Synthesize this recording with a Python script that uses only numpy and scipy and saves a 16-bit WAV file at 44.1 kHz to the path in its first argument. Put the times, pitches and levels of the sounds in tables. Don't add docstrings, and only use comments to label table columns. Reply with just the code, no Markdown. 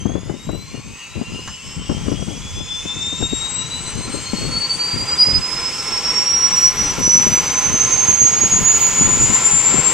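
import sys
import numpy as np
from scipy.fft import rfft, irfft, next_fast_len
from scipy.io import wavfile
from scipy.ndimage import uniform_filter1d, minimum_filter1d, map_coordinates

SR = 44100
rng = np.random.default_rng(int(sys.argv[2]) if len(sys.argv) > 2 else 0)


def unload_wav(signal):
    wavfile.write(
        sys.argv[1],
        SR,
        np.round(np.clip(np.atleast_2d(signal).T, -1, 1) * 32767).astype(np.int16),
    )


N = 437913

# (time [s], level [dB])
BREEZE_DB = [(0, -28.5), (.8, -33.5), (1, -47.5), (1.35, -30), (1.6, -45.5), (1.8, -34.5), (4.5, -33.5),
             (6.3, -49.5), (6.9, -31.5), (8, -34.5), (9.93, -44)]
# (start [s], length [s], relative level [dB])
GUSTS = [(0.052, 0.12, -21.5), (0.232, 0.088, -27.5), (0.475, 0.073, -24.5), (0.735, 0.046, -26),
         (1.161, 0.034, -23), (1.774, 0.037, -27), (1.895, 0.079, -24.5), (2.011, 0.203, -24),
         (2.274, 0.1, -25.5), (3.21, 0.042, -23), (3.322, 0.04, -28), (3.956, 0.05, -24.5),
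         (4.05, 0.14, -27), (4.334, 0.019, -33), (4.39, 0.12, -24), (4.939, 0.094, -24), (5.272, 0.12, -23),
         (6.89, 0.031, -26.5), (6.983, 0.093, -21.5), (7.14, 0.236, -25), (7.665, 0.081, -24),
         (7.81, 0.035, -26.5), (8.086, 0.036, -23.5), (8.219, 0.021, -19), (8.419, 0.06, -26.5),
         (8.529, 0.085, -20), (8.742, 0.034, -27), (8.986, 0.333, -22), (9.533, 0.034, -27.5),
         (9.719, 0.073, -24)]
# (time [s], relative peak [dB])
SLAPS = [(.054, -8.5), (.152, -7), (.294, -6), (0.49, -6), (0.549, -15), (1.212, -9.5), (1.894, -2),
         (1.915, -11), (2.079, -6), (2.116, -6), (2.221, -11.5), (2.28, -12.5), (2.602, -17),
         (2.852, -15.5), (3.125, -15), (3.224, -5.5), (4.332, -7), (7.266, -6.5), (7.739, -12.5),
         (8.432, -10.5), (9.01, -7), (9.077, -9), (9.78, -5)]
# (time [s], relative level [dB])
BOOM_DB = [(0, -12), (1.4, -10), (2, -3), (3.2, -8), (4.6, -10.5), (6.8, -3), (7.8, -14), (8.6, -4.5),
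           (9.93, -12)]
# (frequency [Hz], relative density [dB])
BOOM_SPECTRUM = [(15, -12), (55, -3.5), (110, -7.5), (300, -43), (1000, -120)]
RUMBLE_SPECTRUM = [(15, -20), (35, -12), (80, -1.5), (170, -2.5), (300, -15), (550, -49), (1100, -73),
                   (5000, -120)]
FLUTTER_SPECTRUM = [(30, -39), (130, 2), (240, 3.5), (450, -4.5), (900, -18), (1600, -27), (4000, -85),
                    (9000, -120)]
# (frequency [Hz], left minus right [dB])
PORT_BALANCE_DB = [(500, 1.5), (1900, 1), (2550, 4.5), (2950, 3), (3500, 5.5), (4400, 4), (5000, -7),
                   (5750, -1), (6400, -6), (6900, -2), (7600, 14.5), (8700, 8), (10000, 13.5), (14000, 44)]
# (frequency [Hz], left-right correlation [1])
PORT_COHERENCE = [(100, 0.9), (500, 0.99), (1400, 1), (3000, 0.89), (7000, 0.48), (14000, 0.98)]
# (frequency [Hz], relative level [dB], T60 [s])
PANEL_MODES = [(1150, -9, .09), (1600, 1, 0.074), (1950, -15, .05), (3900, 0, 0.033)]
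SHAFT_RPS = [80.3, 104.4, 124.8, 140.8, 153.8, 165.2, 178.6, 195.6, 214.1, 233.9, 252.6, 265.1, 274.5,
             290.6, 307.7, 322.0, 337.7]
# (centre [Hz], width [Hz], relative level [dB])
CASING_MODES = [(1040, 56, 2), (1900, 99, 8), (2842, 27, 23), (6640, 300, -11), (7700, 320, -15)]
PIPE_MODES = [(828, 10.6, 6), (1019, 20, 9.5), (1350, 32, 6), (2197, 62, -1.5)]
# (time [s], exhaust level [dB], main-tone halo level [dB])
FLOW_DB = [(0, -44.5, -74), (.7, -49, -55), (1.3, -44.5, -46.5), (2.5, -42, -46.5), (3.5, -37, -44),
           (4.3, -34.5, -46), (5.4, -30.5, -42.5), (6.5, -30, -32), (7.9, -27, -27.5), (8.3, -29.5, -28),
           (8.8, -26.5, -24), (9.93, -24.5, -22)]
# (frequency [Hz], relative density [dB])
EXHAUST_SPECTRUM = [(40, -4), (150, 4), (350, 0.5), (480, 3), (650, -4.5), (920, 1), (1200, 0),
                    (1600, -2.5), (2200, 1), (2800, -3.5), (4000, -5.5), (7000, -11), (14000, -64)]
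INTAKE_SPECTRUM = [(1200, -22), (2200, 1), (2850, 4), (3300, -1.5), (4100, -8.5), (4850, 3.5), (5600, -3),
                   (6400, 6), (7000, -2.5), (7700, 3.5), (8800, -9.5), (10500, -16), (14000, -25)]
# (shaft order before rounding [1], peak [dB], peak speed [rev/s], rise [dB/oct], fall [dB/oct])
SIDE_TONES = [(8, -48.5, 132, 70, 70), (10, -47.5, 108, 106, 85), (16, -47, 163, 36, 11),
              (20, -48, 140, 23, 38), (24, -58, 115, 20, 40), (32, -52, 130, 19, 31),
              (33, -42.5, 161, 41, 13), (35, -46.5, 205, 20, 19), (39, -43.5, 165, 3, 15),
              (44, -37.5, 166, 72, 12.5), (47, -56, 132, 140, 96), (48, -56, 158, 60, 64),
              (55, -50.5, 128, 24, 24), (56, -54, 135, 0, 37), (67.3, -54, 150, 18, 49),
              (76.5, -41.5, 81, 3, 47), (116.3, -52.5, 96, 2, 55)]
# (frequency [Hz], gain [dB])
DUCT_DB = [(2400, -1.5), (2850, 5.5), (3250, 3.5), (3650, -4), (4050, 3.5), (4600, -12), (5120, 1),
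           (5650, -0.5), (6300, 4.5), (6900, 0), (7650, 9), (8700, -1), (11000, -12), (12000, -1),
           (12900, -17), (13750, 4), (14200, -8)]
# (delay [ms], gain [1])
NEAR_ECHOES = [(3.855, .25), (11.66, .33), (12.66, .33)]
# (time [s], level [dB])
WHINE_DB = [(0, -60), (.5, -53), (.9, -46.5), (1.35, -37.5), (2.1, -41.5), (2.55, -37.5), (2.72, -27),
            (3.3, -25.5), (3.75, -29), (3.95, -39), (4.35, -31), (4.7, -17.5), (5.06, -24), (5.2, -10.5),
            (5.33, -14.5), (5.42, -22.5), (5.88, -24.5), (6.3, -13.5), (6.66, -14), (6.96, -20.5),
            (7.13, -12), (7.42, -18), (8.15, -12.5), (9.93, -13)]

GUST_ATTACK_S, GUST_RELEASE_S, GUST_GAIN_DB = 0.012, 0.032, 1
LEE_DB, LEE_SWING_SHARE, SLAP_LEE_DB = -38.5, 0.32, -19.5
KNOCK_S, RESONANCE_HZ, BAND_LIMIT_HZ = 1.476, 2834, 14430
BLADES, SHAFT_STEP_S, REF_RPS = 22, .62, 170
INTAKE_REF_DB, INTAKE_DB_PER_OCT = -38, 10
SMEAR_REF, SMEAR_EXPONENT = .6, 1.2
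FAR_DELAY_MS, FAR_GAIN, FAR_DRIFT_RAD = 16, 0.71, 1.68
FADE_KNEE = 1.4


def amp(db):
    return 10 ** (np.asarray(db) / 20)


def unit(x):
    return x / np.sqrt(np.mean(np.abs(x) ** 2) + 1e-20)


def at_hz(points, hz):
    knots_hz, values = np.transpose(points)
    return np.interp(np.log(hz + 1), np.log(knots_hz + 1), values)


def curves(rows):
    times_s, *columns = np.transpose(rows)
    return [np.interp(np.arange(N) / SR, times_s, column) for column in columns]


def wobble(rate_hz):
    knots = rng.standard_normal(int(N * rate_hz / SR) + 4)
    return map_coordinates(knots, [np.arange(N) * rate_hz / SR])


def filtered(x, response):
    size = next_fast_len(N + 8192)
    return irfft(rfft(x, size) * response(np.fft.rfftfreq(size, 1 / SR)), size)[..., :N]


def noise(spectrum):
    return unit(filtered(rng.standard_normal(N), lambda hz: amp(at_hz(spectrum, hz))))


def stereo_noise(response):
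    def mid_side(hz):
        mix_rad = np.arccos(np.clip(at_hz(PORT_COHERENCE, hz), -1, 1)) / 2
        return response(hz) * np.array([np.cos(mix_rad), np.sin(mix_rad)])
    mid, side = filtered(rng.standard_normal((2, N)), mid_side)
    return unit(np.array([mid + side, mid - side]))


def scatter(width_hz, slope):
    re, im = filtered(rng.standard_normal((2, N)), lambda hz: (1 + (hz / width_hz) ** 2) ** (-slope / 2))
    return unit(re + 1j * im)


def wind_db():
    t = np.arange(N) / SR
    strength = amp(curves(BREEZE_DB)[0] + 4 * wobble(12))
    for start_s, length_s, db in GUSTS:
        end_s = start_s + length_s
        shape = np.interp(t, [start_s - GUST_ATTACK_S, start_s, end_s, end_s + GUST_RELEASE_S], [0, 1, 1, 0])
        strength = np.maximum(strength, amp(db + GUST_GAIN_DB) * shape)
    return 20 * np.log10(strength)


def buffet(db):
    rumble = amp(db - 2.5 + 3.6 * wobble(35)) * noise(RUMBLE_SPECTRUM)
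    flutter = amp(db - 9.5 + 0.67 * (db + 25.5) + 7.5 * wobble(90)) * noise(FLUTTER_SPECTRUM)
    eddies = (rng.random(N) < 70 / SR) * rng.uniform(-1.02, 1, N)
    pops = unit(filtered(eddies, lambda hz: amp(at_hz(FLUTTER_SPECTRUM, hz))))
    return rumble + flutter + pops * amp(db - 8.0 + 0.075 * (db + 39.5))


def slaps():
    force = np.zeros((2, N + SR))
    t = np.arange(SR // 8) / SR
    shape = (1 - np.exp(-t / .0015)) * amp(-60 * t / .06)
    for time_s, db in SLAPS:
        start = round(time_s * SR)
        force[:, start:start + len(t)] += amp([[db], [db + SLAP_LEE_DB]]) * shape
    swirl = np.array([noise(FLUTTER_SPECTRUM), noise(FLUTTER_SPECTRUM)])
    swirl += amp(-11.5) * noise(BOOM_SPECTRUM)
    return 1.2 * force[:, :N] * swirl / np.hypot(1, swirl / 2)


def wind():
    left_db = wind_db()
    right_db = LEE_DB + LEE_SWING_SHARE * (left_db - left_db.mean()) + 2.1 * wobble(5.5)
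    boom_db = (left_db + right_db) / 2 + curves(BOOM_DB)[0] + 4.9 * wobble(8)
    boom = amp(boom_db) * np.array([noise(BOOM_SPECTRUM), noise(BOOM_SPECTRUM)])
    return np.array([buffet(left_db), buffet(right_db)]) + boom + slaps()


def port_shading(x):
    def response(hz):
        ratio = amp(at_hz(PORT_BALANCE_DB, hz))
        left = ratio * np.exp(-2j * np.pi * hz / SR)
        return np.array([left, np.ones_like(hz)]) * 2 / (1 + ratio)
    return filtered(x, response)


def knock():
    t = np.arange(SR // 4) / SR
    ring = sum(amp(db - 60 * t / t60_s) * np.sin(2 * np.pi * hz * t) for hz, db, t60_s in PANEL_MODES)
    rattle_spectrum = [(500, -6.5), (1100, 1), (1900, -1), (2600, -23), (7000, -5), (14000, -52)]
    rattle = amp(-60 * t / 0.11) * noise(rattle_spectrum)[:len(t)]
    hit = amp(-33.5) * ring + amp(-27.5) * rattle
    return np.pad(hit, (round(KNOCK_S * SR), N))[:N]


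def shaft():
    knots = np.pad(SHAFT_RPS, 4, mode="reflect", reflect_type="odd")
    speed_rps = map_coordinates(knots, [np.arange(N) / SR / SHAFT_STEP_S + 4])
    return speed_rps, 2 * np.pi * np.cumsum(speed_rps) / SR


def intake_db(speed_rps):
    return INTAKE_REF_DB + INTAKE_DB_PER_OCT * np.log2(speed_rps / REF_RPS)


def resonance(speed_rps):
    carrier = np.exp(2j * np.pi * RESONANCE_HZ * np.arange(N) / SR)
    return amp(intake_db(speed_rps) - 20.0) * np.real(scatter(width_hz=8.9, slope=3.3) * carrier)


def casing(angle_rad):
    def response(hz):
        return sum((-1) ** k * amp(db) * 1j * hz * width / (centre ** 2 - hz ** 2 + 1j * hz * width)
                   for k, (centre, width, db) in enumerate(CASING_MODES))
    turn_rad = np.linspace(0, 2 * np.pi, num=1024)
    pattern = irfft(np.exp(2j * np.pi * rng.random(size=62)), len(turn_rad))
    buzz = np.interp(angle_rad % (2 * np.pi), turn_rad, pattern) * amp(6.4 * wobble(13))
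    return amp(-54) * unit(filtered(buzz, response))


def gas_noise(speed_rps):
    def exhaust_response(hz):
        pipe_power = sum(amp(db) ** 2 / (1 + (2 * (hz - centre) / width) ** 2)
                         for centre, width, db in PIPE_MODES)
        return np.sqrt(amp(at_hz(EXHAUST_SPECTRUM, hz)) ** 2 + 1.6 * pipe_power)
    roar = stereo_noise(exhaust_response)
    hiss = stereo_noise(lambda hz: amp(at_hz(INTAKE_SPECTRUM, hz)))
    roar *= amp(curves(FLOW_DB)[0] + 1.17 * wobble(9))
    hiss *= amp(intake_db(speed_rps) + 1.2 * wobble(11))
    return roar + hiss


def side_tones(speed_rps, angle_rad):
    smear = SMEAR_REF * np.maximum(speed_rps / REF_RPS, REF_RPS / speed_rps) ** SMEAR_EXPONENT
    tones = np.zeros(N)
    for order, peak_db, peak_rps, rise, fall in SIDE_TONES:
        octaves = np.log2(speed_rps / peak_rps)
        level = amp(peak_db + np.minimum(rise * octaves, -fall * octaves))
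        direct = unit(amp(4.5 * wobble(15))) * np.exp(.6j * wobble(24))
        ray = (direct + smear * scatter(width_hz=63, slope=3.8)) / np.hypot(1, smear)
        tones += np.sqrt(2) * level * np.real(ray * np.exp(1j * round(order) * angle_rad))
    return filtered(tones, lambda hz: amp(at_hz(DUCT_DB, hz)))


def echo_fading(hz):
    near = np.abs(1 + sum(gain * np.exp(-2j * np.pi * hz * ms / 1000) for ms, gain in NEAR_ECHOES))
    far_lag_rad = 2 * np.pi * hz * FAR_DELAY_MS / 1000 + FAR_DRIFT_RAD * wobble(7)
    swell = near * np.abs(1 + FAR_GAIN * np.exp(1j * far_lag_rad))
    return unit(swell / np.hypot(FADE_KNEE, swell))


def whine(speed_rps, angle_rad):
    level = amp(curves(WHINE_DB)[0]) * echo_fading(BLADES * speed_rps)
    direct = amp(1.3 * wobble(45)) * np.exp(.6j * wobble(14))
    rays = np.array([scatter(width_hz=29, slope=2.6), scatter(width_hz=30, slope=1.8)])
    halo = amp(curves(FLOW_DB)[1] + 1.5 * wobble(16)) * scatter(width_hz=320, slope=1.82)
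    envelope = level * (0.83 * direct + 0.35 * rays) + halo
    return np.sqrt(2) * np.real(envelope * np.exp(1j * BLADES * angle_rad))


def scene():
    speed_rps, angle_rad = shaft()
    tones = whine(speed_rps, angle_rad) + side_tones(speed_rps, angle_rad)
    helicopter = tones + casing(angle_rad) + resonance(speed_rps) + gas_noise(speed_rps) + knock()
    return port_shading(helicopter) + wind()


def record(dry):
    needed_gain = 1 / np.maximum(np.abs(dry).max(axis=0), 1)
    gain = uniform_filter1d(minimum_filter1d(needed_gain, size=441), size=441)
    return filtered(dry * gain, lambda hz: hz < BAND_LIMIT_HZ)


dry = scene()
out = record(dry)
unload_wav(out)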